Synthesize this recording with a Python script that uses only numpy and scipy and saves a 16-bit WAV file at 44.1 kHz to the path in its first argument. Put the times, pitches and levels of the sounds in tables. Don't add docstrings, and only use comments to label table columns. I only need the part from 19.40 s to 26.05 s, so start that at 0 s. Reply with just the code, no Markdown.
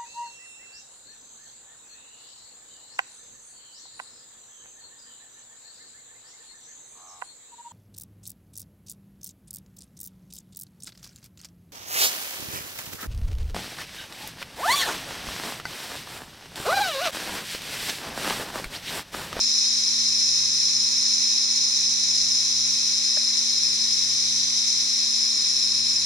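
import sys
import numpy as np
from scipy import signal
from scipy.fft import rfft, irfft
from scipy.io import wavfile

SR = 44100
rng = np.random.default_rng(int(sys.argv[2]) if len(sys.argv) > 2 else 0)


def output_pcm(signal):
    pcm = np.clip(np.atleast_2d(signal).T, -1, 1) * 32767
    wavfile.write(sys.argv[1], SR, np.round(pcm).astype(np.int16))


N = 293378
TIME = np.arange(N) / SR
FRAME, HOP = 1024, 256
SLICE_HZ = np.fft.rfftfreq(FRAME, 1 / SR)


def gain_of(db):
    return 10 ** (np.asarray(db) / 20)


def curve_at(points, hz):
    f, value = np.transpose(points)
    return np.interp(np.log(hz + 1), np.log(f + 1), value)


def hump(hz, width):
    return 1 / (1 + ((SLICE_HZ - hz) / width) ** 2) ** 3


def wander(rate_hz):
    f = np.fft.rfftfreq(N, 1 / SR)
    keep_slow = np.exp(-(f / rate_hz) ** 2) * (f > 0)
    wobble = irfft(rfft(rng.standard_normal(N)) * keep_slow, N)
    return wobble / wobble.std()


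def noise_pair(likeness, left, right):
    noises = np.array([left, right]) * np.sqrt(SR / 2)
    t, _spectra = signal.stft(noises, SR, nperseg=FRAME, noverlap=FRAME - HOP)[1:]
    shared, separate = _spectra
    likeness = np.clip(likeness, 0, 1)[:, None]
    return t, np.array([shared, likeness * shared + np.sqrt(1 - likeness ** 2) * separate])


def sound_of(spectra):
    return signal.istft(spectra, nperseg=FRAME, noverlap=FRAME - HOP)[1][:, :N]


# f/Hz, width/Hz, level/dB per Hz
LEFT_HUMPS = [(2410, 624, -79), (3700, 790, -72.5), (4100, 375, -56.5), (5226, 340, -48),
              (5990, 400, -58.5), (6970, 660, -66), (7450, 220, -68), (8000, 780, -77.5), (9400, 420, -75),
              (10260, 1100, -84), (12355, 861, -100), (14226, 1520, -101.4)]
RIGHT_HUMPS = [(2490, 340, -68.5), (3805, 270, -60), (4045, 565, -62), (5360, 574, -53), (5910, 620, -56),
               (6800, 360, -62.5), (8350, 580, -76.5), (9190, 380, -73), (10200, 590, -74.5),
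               (11190, 350, -82), (12440, 1462, -90.7), (13979, 2087, -98.5)]
# f/Hz, likeness (0 to 1)
HISS_LIKENESS = [(2600, 0.86), (3150, 0.57), (3700, 0.56), (4350, 0.98), (4720, 0.9), (4900, 0.95),
                 (5420, 0.94), (5620, 0.04), (5950, 1), (6580, 0.12), (6900, 0.9), (7500, 0.1),
                 (10400, 0.77), (14000, .35)]
# f/Hz, lag/cycles
RIGHT_LAG = [(2000, 0), (2800, .5), (3600, 1.5), (4520, 2.5), (4750, 2.86), (5400, 3.04), (5630, 3.5),
             (6000, 4), (7330, 5.5), (8300, 6), (9200, 7.25), (9900, 7.1), (10800, 7.38), (14000, 7.1)]


def sprinklers(level_db=0.13, sputter_db=0.38, flutter_db=0.34, echo_gain=0.2, echo_s=0.0082):
    jets = rng.standard_normal((2, N))
    echo = echo_gain * np.roll(jets, round(echo_s * SR), axis=1)
    jets = (jets + echo) / np.sqrt(1 + echo_gain ** 2)
    t, spectra = noise_pair(curve_at(HISS_LIKENESS, SLICE_HZ), *jets)
    for side, humps in enumerate([LEFT_HUMPS, RIGHT_HUMPS]):
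        power = sum(gain_of(db) ** 2 * hump(hz, width) for hz, width, db in humps)
        spectra[side] *= np.sqrt(power)[:, None]
    lag_cycles = np.interp(SLICE_HZ, *np.transpose(RIGHT_LAG))
    spectra[1] *= np.exp(-2j * np.pi * lag_cycles)[:, None]
    spectra *= gain_of(camera_sway_db(t))
    flicker_db = sputter_db * wander(rate_hz=55) + flutter_db * wander(rate_hz=22)
    return sound_of(spectra) * gain_of(level_db + flicker_db)


# t/s, main shift/dB, extra shift on the right/dB
SWAY_SHIFTS = [(0.0, 1.3, -0.5), (0.4, 0, 0.6), (1.3, 1, 2.0), (2.8, 0.1, 3), (3.55, -0.7, 1.3),
               (3.85, 0.7, -4), (4.03, -2.2, 3), (4.25, -0.2, -4.7), (4.95, -3.5, 3), (5.84, 0.6, -3.5),
               (6.35, 0.7, -8), (6.65, 1, -4.4)]
# f/Hz, width/Hz, left multiplier, right multiplier
SWAYING_HUMPS = [(2500, 360, 1.6, 1.2), (4100, 440, 0.8, 0.063), (5240, 810, 0.7, 2), (6900, 460, 1.9, 1.6),
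                 (10200, 1000, 1, 1.3)]


def camera_sway_db(t, valley_fill=0.52, extra_hz=6230, extra_width_hz=650):
    times, *shifts = np.transpose(SWAY_SHIFTS)
    main_db, extra_db = (np.interp(t, times, shift) for shift in shifts)
    follow = sum(np.outer([left, right], hump(hz, width)) for hz, width, left, right in SWAYING_HUMPS)
    shift_db = (follow - valley_fill)[:, :, None] * main_db
    shift_db[1] += np.outer(hump(extra_hz, extra_width_hz), extra_db)
    return shift_db


# f/Hz, level/dB per Hz
AIR_LEVELS = [(20, -100), (45, -88), (90, -83), (200, -82.5), (330, -84), (750, -88), (1100, -82.5),
              (1500, -86.5), (1900, -78.5), (2400, -82.5), (3200, -100.5), (6000, -110)]


def quiet_air():
    likeness = curve_at([(500, 0.81), (1000, 1.0)], SLICE_HZ)
    _, spectra = noise_pair(likeness, *rng.standard_normal((2, N)))
    return sound_of(spectra * gain_of(curve_at(AIR_LEVELS, SLICE_HZ))[:, None])


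# f/Hz above the hum, level/dB
MACHINE_TONES = [(0, -58), (0.535, -64.4), (2.79, -74)]


def machine_hum(hum_hz=117.25, in_step_s=1.05, octave_db=-51.5, waver_db=0.95, left_db=0.8):
    phase = 2 * np.pi * hum_hz * TIME
    throb = np.zeros(N)
    for above_hz, db in MACHINE_TONES:
        lead = 2 * np.pi * above_hz * (TIME - in_step_s)
        drift = 0.1 * wander(rate_hz=1.7)
        throb += gain_of(db) * np.sin(phase + lead + drift)
    octave = gain_of(octave_db + waver_db * wander(rate_hz=4.1)) * np.sin(2 * phase)
    return np.sqrt(2) * (throb + octave) * gain_of([[left_db], [-left_db]])


def thin_tone(hz=1001, level_db=-64.5, slips_per_s=3):
    slip_now = rng.random(N) < slips_per_s / SR
    slips = np.cumsum(slip_now * rng.uniform(-np.pi, np.pi, N))
    return np.sqrt(2) * gain_of(level_db) * np.sin(2 * np.pi * hz * TIME + slips)


def soft_hit(tones, start_s, level_db, rise_s, left_db):
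    t = np.maximum(TIME - start_s, 0)
    ring = sum(gain_of(db) * np.exp(-np.log(1000) * t / fade_s) * np.sin(2 * np.pi * hz * t)
               for hz, db, fade_s in tones)
    rise = 1 - np.exp(-(t / rise_s) ** 2)
    return ring * rise * gain_of(level_db) * gain_of([[left_db], [0]])


# f/Hz, relative level/dB, time to fade by 60 dB/s
BODY_TONES = [(600, -2.5, 0.024), (875, -12, 0.019), (1200, -10, 0.018), (1640, 3.5, .013),
              (1820, 1, 0.015)]


def body_knock():
    return soft_hit(BODY_TONES, start_s=3.7696, level_db=-9, rise_s=0.0044, left_db=-24)


# f/Hz, relative level/dB, time to fade by 60 dB/s
GRIP_TONES = [(130, 0, .04), (240, 3, 0.03), (560, -6, 0.032)]


def grip_bump():
    return soft_hit(GRIP_TONES, start_s=5.968, level_db=-33, rise_s=0.0027, left_db=-5)


def scene():
    return sprinklers() + quiet_air() + machine_hum() + thin_tone() + body_knock() + grip_bump()


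def record(dry, notch_hz=7740, notch_width_hz=90, top_hz=15700):
    f = np.fft.rfftfreq(N, 1 / SR)
    offset = (f - notch_hz) / notch_width_hz
    notched = irfft(rfft(dry) * 1j * offset / (1 + 1j * offset), N)
    low_pass = signal.firwin(511, top_hz, window=("kaiser", 9), fs=SR)
    return signal.oaconvolve(notched, low_pass[None], "same")


dry = scene()
out = record(dry)
output_pcm(out)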